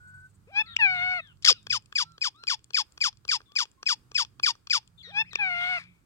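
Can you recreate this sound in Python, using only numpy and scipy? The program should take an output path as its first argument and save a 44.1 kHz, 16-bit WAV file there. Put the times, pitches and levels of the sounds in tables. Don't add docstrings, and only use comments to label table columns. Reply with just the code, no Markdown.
import sys
import numpy as np
from scipy import signal
from scipy.fft import rfft, irfft, next_fast_len
from scipy.io import wavfile
from scipy.ndimage import map_coordinates

SR = 44100
rng = np.random.default_rng(int(sys.argv[2]) if len(sys.argv) > 2 else 0)


def output_pcm(signal):
    pcm = np.clip(np.atleast_2d(signal).T, -1, 1) * 32767
    wavfile.write(sys.argv[1], SR, np.round(pcm).astype(np.int16))


N = 266893
T = np.arange(N) / SR


# start in seconds, length in seconds, top pitch in Hz, level in dB.
RISES = [(0.47, .158, 886.7, -20.5), (5.069, .162, 897.4, -20)]
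# share of the length, pitch over the top pitch, effort relative to the level in dB.
RISE_SHAPE = [(0, .44, -49.5), (.2, .68, -43), (.26, .8, -44.5), (0.312, 0.91, -40), (.45, .89, -24),
              (0.621, 0.93, -6), (.9, 1, -1), (0.949, 0.95, -10.5), (1, 1, -36.5)]
# time in seconds, pitch in Hz.
DRAWN = [
    [(0.786, 960.6), (0.792, 958), (0.822, 852.5), (0.836, 839.3), (0.876, 759), (0.986, 712),
     (1.056, 735.2), (1.12, 735), (1.176, 710.2), (1.208, 633)],
    [(5.385, 862.3), (5.443, 774.2), (5.495, 724.3), (5.563, 698.7), (5.609, 707.7), (5.721, 735.6),
     (5.757, 715), (5.767, 704), (5.788, 639.4)],
]
# one time constant per call, in seconds.
DRAWN_ATTACK_S = [.008, .05]
REST_HZ, REST_DB, EFFORT_DB_PER_HZ, FULL_DB, ATTACK_DB = 738.8, -25, 0.11, -19.5, 14
FIRST_DB, FIRST_FOLLOWS, FIRST_LEAST_DB = -44, 0.49, -61
MELLOW_ROUGH, SOFT_ROUGH_PER_DB = .05, 0.05

# time in seconds, pitch in Hz, fundamental in dB, overtones in dB, roughness from 0 to 1.
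SCREECH = [
    [(1.424, 2554, -62.5, -42.5, .3), (1.432, 3405, -52.5, -33.5, .3), (1.441, 4500, -50, -46, .3)],
    [(1.471, 1986, -23.5, -14, .3), (1.478, 1498, -28, -9.5, .2), (1.488, 1269, -30, -5, .25),
     (1.497, 1200, -24, -8.5, .25), (1.505, 817, -41.5, -10, 0.3), (1.511, 552.4, -35.5, -21, 0.7),
     (1.522, 407, -39.5, -28.5, .5), (1.53, 379.2, -53, -25.5, .5)],
]
# start in seconds, length in seconds, top pitch in Hz, level in dB, how much lower the edges are in dB.
STUTTERS = [(1.445, .012, 2357, -0.5, 23.5), (1.459, .01, 2239, -9, 4)]
STUTTER_EDGE, STUTTER_FIRST_DB = .62, -18.5

# start in seconds, how long the top is held in seconds, length in seconds,
# top pitch in Hz, bottom pitch in Hz, level in dB, seconds from beak snap to squawk, snap in dB,
# seconds from tick to squawk, tick in dB.
SQUAWKS = [(1.7037, .0063, 0.078, 2546, 818, -24.5, .0348, -23.5, .0053, -26),
           (1.957, .0097, 0.084, 2456, 863.3, -24.5, .0314, -31, 0.0029, -22.5),
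           (2.2162, .0098, 0.076, 2506, 767.6, -26.5, .0358, -35.5, .0051, -28.5),
           (2.478, .0059, .077, 2468, 759.7, -25.5, .0405, -25.5, .007, -23),
           (2.7442, .0088, 0.082, 2482, 781.4, -23.5, .0379, -35, 0.0089, -26.5),
           (3.0125, .0104, .081, 2444, 816.8, -23.5, .0348, -28, .0064, -25),
           (3.2896, .0085, .086, 2436, 828.8, -24.5, .0382, -30, .0086, -23.5),
           (3.5615, .0088, .082, 2476, 821, -24.5, .0419, -40.5, .0059, -24.5),
           (3.8644, .0079, .081, 2569, 819.2, -23.5, .0346, -26.5, .006, -34),
           (4.153, .0099, 0.086, 2568, 831.8, -23.5, .036, -32, .0063, -27),
           (4.4346, .011, 0.085, 2436, 829.5, -22, .0365, -30, .0039, -19),
           (4.7061, .0083, 0.083, 2482, 813.5, -22.5, .0342, -30, 0.0065, -23)]
# share of the glide time, share of the pitch drop, fundamental in dB,
# overtones in dB, roughness from 0 to 1.
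GLIDE = [(-.15, -.01, 0, 4.5, .06), (0, .014, 0.5, 6, .06), (.06, .055, 1, 6, .1), (.12, .13, -11, 0.5, .1),
         (.3, .39, -8.5, 7, .3), (.58, .65, -11, 4.5, .35), (.7, .73, -10, 4, .4), (.8, .84, -13.5, -1, .5),
         (1, .93, -17.5, -1, .5), (1.2, 0.95, -10.5, -6, .4)]
GLIDE_S = .065

# frequency in Hz, gain in dB.
OPEN = [(500, -40.5), (1800, -21), (2500, -14), (3400, -5.5), (4100, -17), (4900, 0), (6000, -14.5),
        (7300, -20.5), (8800, -34), (10000, -28.5), (12000, -42), (14500, -44.5), (16000, -52.5)]
# frequency in Hz, gain in dB.
SHUT = [(500, -16), (1450, -9), (1900, -5), (2550, 4), (3050, -23.5), (3700, -24.5), (4400, -23),
        (4950, -34), (5400, -32.5), (6200, -30.5), (7400, -28.5), (9000, -34.5), (12000, -47.5),
        (16000, -54)]
# frequency in Hz, gain in dB.
AJAR = [(500, -13.5), (1300, -6), (1900, -10.5), (2550, 4), (3050, -18.5), (3550, -9.5), (4400, -27),
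        (5300, -14), (6200, -28.5), (7200, -21.5), (9000, -39.5), (16000, -56)]
# frequency in Hz, level against the overtones in dB.
OPEN_AIR = [(1000, -68), (6000, -42), (10500, -35.5), (13000, -41.5), (15000, -41.5), (16500, -51)]
# frequency in Hz, level against the overtones in dB.
SHUT_AIR = [(1000, -46), (3500, -35), (5000, -29), (7000, -46.5), (9000, -42.5), (11500, -43), (13000, -70),
            (16500, -73.5)]

# start in seconds, start pitch in Hz, end pitch in Hz,
# length in seconds, level in dB.
CHIPS = [(0.7645, 2093, 3196, 0.0055, -11), (5.356, 2560, 2476, 0.0035, -12)]
# time in seconds, level in dB, brightness in dB.
CLICKS = [(0.7647, -21, -1), (1.2728, -52, 4), (1.3718, -57, -5), (1.4248, -40, 8.5), (1.6294, -49, 7),
          (1.8235, -53, 8), (1.8593, -44, 11), (2.1199, -49, 1), (2.3612, -50.5, 5), (2.5925, -49, -1),
          (2.6433, -46, 18), (2.922, -53, 14.5), (3.1284, -47, -8.5), (3.1721, -52, 10), (3.4047, -48, -16),
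          (3.4163, -43.5, -14), (3.6545, -37, -4), (3.7154, -52.5, 10), (4.2492, -32, -7),
          (4.5531, -45.5, -12.5), (4.8296, -49, -6), (4.8764, -49, 10.5), (5.332, -27.5, -3),
          (5.3556, -20.5, -7.5), (5.8384, -51, 0.5)]
# frequency in Hz, width in Hz, gain in dB.
MOUTH_MODES = [(422, 110, -6), (1173, 150, -3), (1620, 170, -2.5), (2500, 170, -2.5), (3390, 220, -1.5),
               (4320, 120, -4.5), (4400, 540, -2.5), (5950, 280, -6.5), (7400, 340, 6), (9500, 1500, -14.5)]
SNAP_BRIGHT_DB, TICK_LOW_DB, TICK_HIGH_DB = -8.5, -22, -22
TICK_LOW_DB = -22.5
LOW_PART_DB, HIGH_PART_DB = -15, -17

# start in seconds, length in seconds, start, middle and end pitch in Hz,
# loudest moment as a share of the length, then the level of four partials in dB.
PIPES = [(0, .275, 1467, 1497, 1518, 0.57, -54, -100, -87, -100),
         (0.628, 0.16, 1262, 1370, 1296, 0.38, -60, -75, -88, -110),
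         (1.535, .055, 1531, 1400, 1200, 0.33, -66, -57.5, -89, -88),
         (2.045, 0.13, 1297, 1360, 1276, 0.31, -62.5, -90, -72.5, -85),
         (2.34, 0.12, 1078, 1363, 1330, 0.74, -61.5, -77.5, -63.5, -76),
         (3.48, 0.073, 1101, 1150, 1201, 0.53, -71.5, -90, -74, -100),
         (3.77, 0.054, 1055, 1072, 1082, 0.48, -72, -90, -95, -100),
         (4.111, .035, 1201, 1160, 1133, 0.29, -71, -85, -82.5, -100)]
# start in seconds, length in seconds, start, middle and end pitch in Hz,
# loudest moment as a share of the length, then the level of three partials in dB.
SLURS = [(.625, .04, 3550, 3507, 3457, .2, -58.5, -91.5, -100),
         (1.17, .024, 1502, 1800, 1923, 0.91, -77, -62.5, -90),
         (1.194, 0.14, 1924, 1694, 1300, 0.26, -64.5, -60.5, -92),
         (1.56, 0.054, 2023, 1870, 1702, .4, -93, -62.5, -88.5),
         (3.455, 0.056, 1830, 1740, 1664, .2, -97, -67.5, -98),
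         (4.975, 0.05, 3590, 3530, 3240, 0.87, -52, -78, -100),
         (5.24, 0.066, 1314, 2490, 2350, 0.74, -54.5, -73, -96)]
NOTE_FADE_DB = 11.5
# start in seconds, length in seconds, step pitch in Hz,
# then the level of three partials in dB.
DROPS = [(0.657, 0.096, 1896, -58, -50.5, -97), (.938, 0.11, 1830, -52.5, -50, -98),
         (5.026, .098, 1900, -56, -49.5, -70), (5.303, 0.089, 1844, -56, -51, -76)]
DROP_SHAPE = [(0, 1.24), (.12, 1.1), (.3, 1), (.8, .97), (1, 0.76)]
NOTE_EDGE_DB = 7

# start of the loudest part in seconds, level in dB,
# swell in dB per second, fade in dB per second, how long it holds in seconds.
RASP = [(5.62, -43, 134, 349, 0.18), (5.648, -43, 75.5, 140, 0.11), (5.62, -39.5, 221, 140, 0.036)]
# frequency in Hz, gain in dB.
RASP_COLOUR = [(500, -34), (1200, -10.5), (2300, -1), (2800, -17), (3400, -15), (4800, -11), (6200, -25),
               (9000, -31.5), (11500, -35), (13000, -63), (16000, -89)]
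# frequency in Hz, gain in dB.
RASP_BANDS = [
    [(900, -93), (1500, -47.5), (2100, -6), (2350, 2.5), (2650, -7), (3400, -50), (5000, -91)],
    [(1600, -88), (2400, -40), (3000, -6), (3400, -3), (3750, -7), (4600, -33), (6500, -88)],
]
# start in seconds, length in seconds, level in dB.
RUSTLE = [(0, 0.067, -77), (0.07, 0.045, -71), (0.139, 0.036, -69.5), (0.175, 0.046, -70),
          (.24, .04, -75.5), (0.287, 0.031, -72), (0.338, .028, -69.5)]
# frequency in Hz, gain in dB.
LEAVES = [(2060, -55.5), (3500, -29), (4360, -26), (4440, -4), (4900, -25), (5800, -19), (5970, -13),
          (8260, 1.5), (10500, -23.5), (14000, -22.5)]

# time in seconds, level in dB.
TRAFFIC = [(0.0, -62), (1.01, -60.5), (1.28, -64), (1.6, -63), (2.34, -68.5), (2.88, -69.5), (3.18, -63.5),
           (3.62, -69.5), (4.31, -63), (4.57, -69.5), (5.61, -58), (6.05, -67.5)]
# frequency in Hz, gain in dB.
RUMBLE = [(21, -46), (35, -6), (97, 0.5), (198, -10), (263, -24), (301, -26), (369, -34.5), (400, -31),
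          (520, -49.5), (880, -120)]
# time in seconds, firing rate in Hz, level in dB.
ENGINE = [(0, 45.53, -59), (0.499, 48.8, -66), (1.049, 51.67, -58.5), (1.3, 51.74, -70.5),
          (1.598, 53, -63.5), (1.73, 51.2, -55), (2, 47.1, -80)]
# multiple, level in dB.
ENGINE_ORDERS = [(2, -0.5), (3, -6.5), (4, -11.5)]
# start in seconds, length in seconds, pitch in Hz, level in dB.
HUMS = [
    [(0, 2.85, 121.2, -73), (2.9, 0.64, 121, -67.5), (3.8, 0.8, 124, -66), (4.6, 1.447, 121, -67.5)],
    [(1.97, 0.214, 157, -58.5), (4.85, 1.186, 173, -66.5)],
]
ROAR_DB, PASS_S, PASS_WIDE_S, PASS_DB = -79, 4.42, 0.14, 20
# frequency in Hz, gain in dB.
AIR = [(180, -15.5), (300, 5), (645, -7.5), (1300, -1.5), (1930, -9.5), (3240, -14.5), (4750, -13),
       (5520, -16), (8360, -11.5), (10600, -20), (16000, -19)]
AIR_DB = -72

# frequency in Hz, left over right in dB.
SHADE = [(300, 5.5), (1400, -1.5), (2400, 7.5), (3100, 5.5), (3800, 24), (4500, 5), (5900, 9), (8000, 7),
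         (10000, 0.5), (11400, 10), (14000, -2)]
# frequency in Hz, phase lead in radians.
LEAD = [(0, 0), (1000, 1.1), (1700, 2), (2400, 2.7), (3400, 3.1), (5200, 4.4), (6500, 5), (8600, 7.4),
        (11400, 8.5), (16000, 12)]
# frequency in Hz, time to die away by 60 dB in seconds.
BUSH = [(500, 0.078), (2000, .14), (5000, 0.1), (12000, 0.031)]
# frequency in Hz, time to die away by 60 dB in seconds.
WALLS = [(800, .25), (3000, 0.38), (8000, .25)]
# frequency in Hz, time to die away by 60 dB in seconds.
GARDEN = [(500, .08), (1600, .1), (4000, .22), (12000, .15)]
TOP_HZ = 16200


def amp(db):
    return 10 ** (np.asarray(db) / 20)


def unit(x):
    return x / np.sqrt(np.mean(x ** 2) + 1e-20)


def along(points, hz):
    f, v = np.transpose(points)
    return np.interp(np.log(hz + 1), np.log(f + 1), v)


def filtered(x, response):
    size = next_fast_len(N + 8192)
    return irfft(rfft(x, size) * response(np.fft.rfftfreq(size, 1 / SR)), size)[..., :N]


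def causal(points):
    def response(hz):
        cepstrum = irfft(np.log(amp(along(points, hz))))
        half = len(cepstrum) // 2
        cepstrum[1:half] *= 2
        cepstrum[half + 1:] = 0
        return np.interp(hz, np.linspace(0, SR / 2, half + 1), np.exp(rfft(cepstrum)))
    return response


def wobble(rate):
    return map_coordinates(rng.standard_normal(int(N * rate / SR) + 4), [T * rate])


def noise(colour, channels=1):
    white = rng.standard_normal((channels, N))
    return unit(filtered(white, lambda hz: amp(along(colour, hz))))


def turning(hz):
    return 2 * np.pi * np.cumsum(hz) / SR


def played(notes, fade):
    s, *columns = np.transpose(np.concatenate(notes))
    gate = sum(np.clip(np.minimum(T - n[0][0], n[-1][0] - T) / fade, 0, 1) for n in notes)
    return gate, [np.interp(T, s, column) for column in columns]


def voice(notes, throat, air, fade, jitter, breathy, crisp_hz, spread):
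    gate, (hz, first_db, over_db, rough) = played(notes, fade)
    rough = np.clip(rough, 0, 1)
    phase = turning(hz * (1 + jitter * rough * wobble(500) + .05 * rough * wobble(110)))
    on = gate > 0
    pulses = np.zeros(N)
    unsteady = wobble(45)
    for k in range(2, 16):
        drift = amp(.5 * (k - 1) * np.roll(unsteady, 9001 * k)[on])
        rolloff = 1 + (k * hz[on] / crisp_hz) ** 10
        pulses[on] += drift * np.cos(k * phase[on] + spread * k * k) / rolloff
    hiss = breathy * rng.standard_normal(N) * (1 + 1.5 * np.cos(phase))
    source = pulses * (1 + .6 * rough * wobble(900)) + rough * hiss
    first = amp(first_db) * (1 + 0.15 * rough * wobble(400)) * np.sqrt(2) * np.cos(phase)
    effort = gate * amp(over_db)
    rush = filtered(effort * rng.standard_normal(N), lambda f: amp(along(air, f)))
    return gate * first + filtered(effort * source, causal(throat)) + rush


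def mellow_note(s, hz, effort_db):
    first_db = np.maximum(FIRST_DB + FIRST_FOLLOWS * (effort_db - REST_DB), FIRST_LEAST_DB)
    rough = np.clip(MELLOW_ROUGH + SOFT_ROUGH_PER_DB * (REST_DB - effort_db), .03, .1)
    return np.transpose([s, hz, first_db, effort_db, rough])


def mellow_calls():
    u, pitch, below_db = np.transpose(RISE_SHAPE)
    notes = []
    for (s, length, top_hz, db), drawn, attack in zip(RISES, DRAWN, DRAWN_ATTACK_S):
        t = np.linspace(drawn[0][0], drawn[-1][0], num=80)
        hz = np.interp(t, *np.transpose(drawn))
        effort_db = np.minimum(REST_DB + EFFORT_DB_PER_HZ * (hz - REST_HZ), FULL_DB)
        effort_db = effort_db - ATTACK_DB * np.exp((t[0] - t) / attack)
        notes.append(mellow_note(s + u * length, top_hz * pitch, db + below_db))
        notes.append(mellow_note(t, hz, effort_db))
    return notes


def stutter(s, length, top_hz, db, edge_db):
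    edge = np.array([1, 0, 1])
    t = s + length * np.array([0, .5, 1])
    over_db = db - edge_db * edge
    return np.transpose([t, top_hz * STUTTER_EDGE ** edge, over_db + STUTTER_FIRST_DB, over_db, .25 + .15 * edge])


def squawk(s, held, length, top_hz, bottom_hz, db):
    t = np.linspace(-.003, length + 0.0043, num=90)
    u, *shape = np.transpose(GLIDE)
    drop, first_db, over_db, rough = (np.interp((t - held) / GLIDE_S, u, column) for column in shape)
    swell_db = 18 * np.clip(1 - (t + 0.0013) / 0.0014, 0, 1) ** 2
    choke_db = 24 * np.clip(1 - (length + 0.0031 - t) / 0.02, 0, 1) ** 2
    level_db = db - swell_db - choke_db
    hz = top_hz * (bottom_hz / top_hz) ** drop
    return np.transpose([s + t, hz, first_db + level_db, over_db + level_db, rough])


def parakeet():
    calls = mellow_calls()
    mellow = sum(voice(calls[k::2], throat, SHUT_AIR, fade=.005, jitter=0.066, breathy=2.47, crisp_hz=5288, spread=0.19)
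                 for k, throat in enumerate((AJAR, SHUT)))
    harsh_notes = SCREECH[:1] + [stutter(*row) for row in STUTTERS] + SCREECH[1:]
    harsh_notes = harsh_notes + [squawk(*row[:6]) for row in SQUAWKS]
    harsh = voice(harsh_notes, OPEN, OPEN_AIR, fade=0.00082, jitter=0.051, breathy=3.6, crisp_hz=9160, spread=0.38)
    return amp(4) * mellow + amp(1.5) * harsh


def chips():
    out = np.zeros(N)
    for s, start_hz, end_hz, length, db in CHIPS:
        u = np.linspace(0, 1, round(length * SR))
        phase = turning(start_hz + (end_hz - start_hz) * u)
        swell = np.sin(np.pi * u ** 1.2) ** 0.57
        out[round(s * SR):][:len(u)] += amp(db) * swell * (np.sin(phase) + 0.13 * np.sin(2 * phase))
    return out


def clicks():
    snaps = [(s - before, db, SNAP_BRIGHT_DB) for s, *_, before, db, _, _ in SQUAWKS]
    ticks = [(s - before, db, TICK_LOW_DB, TICK_HIGH_DB) for s, *_, before, db in SQUAWKS]
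    return [(s, db, LOW_PART_DB - bright, HIGH_PART_DB + bright) for s, db, bright in CLICKS + snaps] + ticks


def beak():
    s, db, low_db, high_db = np.transpose(clicks())
    t = np.arange(-130, 260) / SR
    envelope_db = np.where(t < 0, -20 + 2500 * t, -60 * t / 0.0038)
    crackle = rng.standard_normal((len(s), len(t))) * amp(envelope_db)
    at = np.round((s[:, None] + t) * SR).astype(int).ravel()
    low, middle, high = MOUTH_MODES[:3], MOUTH_MODES[3:8], MOUTH_MODES[8:]
    out = 0
    for level, modes in ((db + low_db + 23.5, low), (db + 17.0, middle), (db + high_db + 20.0, high)):
        def ring(f):
            return sum((-1) ** k * amp(gain) * 1j * f * width / (centre ** 2 - f * f + 1j * f * width)
                       for k, (centre, width, gain) in enumerate(modes))
        struck = np.bincount(at, (amp(level)[:, None] * crackle).ravel(), N)
        out = out + filtered(struck, ring)
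    return out


def arched(s, length, start_hz, mid_hz, end_hz, loudest, *levels):
    u = np.linspace(-1, 1, num=15)
    share = (u + 1) / 2
    hz = mid_hz + (end_hz - start_hz) / 2 * u + ((start_hz + end_hz) / 2 - mid_hz) * u ** 2
    return np.transpose([s + length * share, hz] + [db - NOTE_FADE_DB * np.abs(share - loudest) for db in levels])


def dropped(s, length, step_hz, *levels):
    u, pitch = np.transpose(DROP_SHAPE)
    return np.transpose([s + length * u, step_hz * pitch] + [db - NOTE_EDGE_DB * (2 * u - 1) ** 2 for db in levels])


def far_bird(notes, haze):
    gate, (hz, *levels) = played(notes, .008)
    phase = turning(hz * (1 + .005 * wobble(150)))
    hoarse = 1 + haze * wobble(1400)
    partials = sum(np.sqrt(2) * amp(db + 1.5 * wobble(60)) * np.sin(k * phase) for k, db in enumerate(levels, 1))
    return gate * hoarse * partials


def far_birds():
    clear = far_bird([arched(*n) for n in PIPES], haze=.06)
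    slurred = far_bird([arched(*n) for n in SLURS], haze=0.34)
    stepped = far_bird([dropped(*n) for n in DROPS], haze=0.39)
    return clear + slurred + stepped


def hoarse_screech():
    out = 0
    for (s, db, swell, fade, held), colour in zip(RASP, [RASP_COLOUR] + RASP_BANDS):
        level_db = db - swell * np.clip(s - T, 0, None) - fade * np.clip(T - s - held, 0, None)
        out = out + amp(level_db) * noise(colour)[0]
    return out


def leaves():
    bursts = sum(amp(db) * np.clip(np.minimum(T - s, s + length - T) / .006, 0, 1) for s, length, db in RUSTLE)
    return bursts * amp(3 * wobble(60)) * noise(LEAVES)[0]


def engine(notes):
    gate, (hz, db) = played(notes, 0.15)
    return gate * np.sqrt(2) * amp(db + 3.6 * wobble(8.0)) * np.sin(turning(hz * (1 + .02 * wobble(20))))


def traffic():
    shared, own = noise(RUMBLE), noise(RUMBLE, channels=2)
    rumble_db = np.interp(T, *np.transpose(TRAFFIC)) - 2 + 1.3 * wobble(8.1)
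    rumble = amp(rumble_db) * (shared + 0.84 * own)
    roar_db = ROAR_DB + PASS_DB * np.exp(-((T - PASS_S) / PASS_WIDE_S) ** 2) + 4 * wobble(3.8)
    roar = amp(roar_db) * noise([(120, -43.5), (200, -2), (300, -3.5), (420, -14.5), (700, -33.5), (1400, -120)])
    near = sum(engine([[(s, k * hz, db + order_db) for s, hz, db in ENGINE]]) for k, order_db in ENGINE_ORDERS)
    hums = sum(engine([[(s, hz, db), (s + length, hz, db)] for s, length, hz, db in hum]) for hum in HUMS)
    return (rumble + roar + near + hums) * amp([[-3], [2.2]])


def quiet_air():
    return amp(AIR_DB + 1.5 * wobble(8.4)) * noise(AIR, channels=2)


def ports(x):
    def to_right(hz):
        return amp(-along(SHADE, hz)) * np.exp(-1j * np.interp(hz, *np.transpose(LEAD)))
    return np.array([x, filtered(x, to_right)])


def echoes(x, decay):
    hz, t, z = signal.stft(rng.standard_normal((2, SR // 3)), SR, nperseg=128)
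    tail = signal.istft(z * amp(-60 * t / along(decay, hz)[:, None]), SR, nperseg=128)[1]
    return signal.fftconvolve(x[None], tail / np.linalg.norm(tail[0]), axes=1)[:, :N]


def scene():
    bird = parakeet() + chips() + beak()
    far = amp(5) * far_birds()
    direct = ports(bird + far + hoarse_screech() + leaves())
    bush = amp(-27.5) * echoes(bird, BUSH) + amp(-39.5) * echoes(bird, WALLS)
    garden = amp(-9.5) * echoes(far, GARDEN)
    return direct + bush + garden + traffic() + quiet_air()


def record(dry):
    rounded = dry / (1 + np.abs(dry / .95) ** 6) ** (1 / 6)
    return filtered(rounded, lambda hz: hz < TOP_HZ)


dry = scene()
out = record(dry)
output_pcm(out)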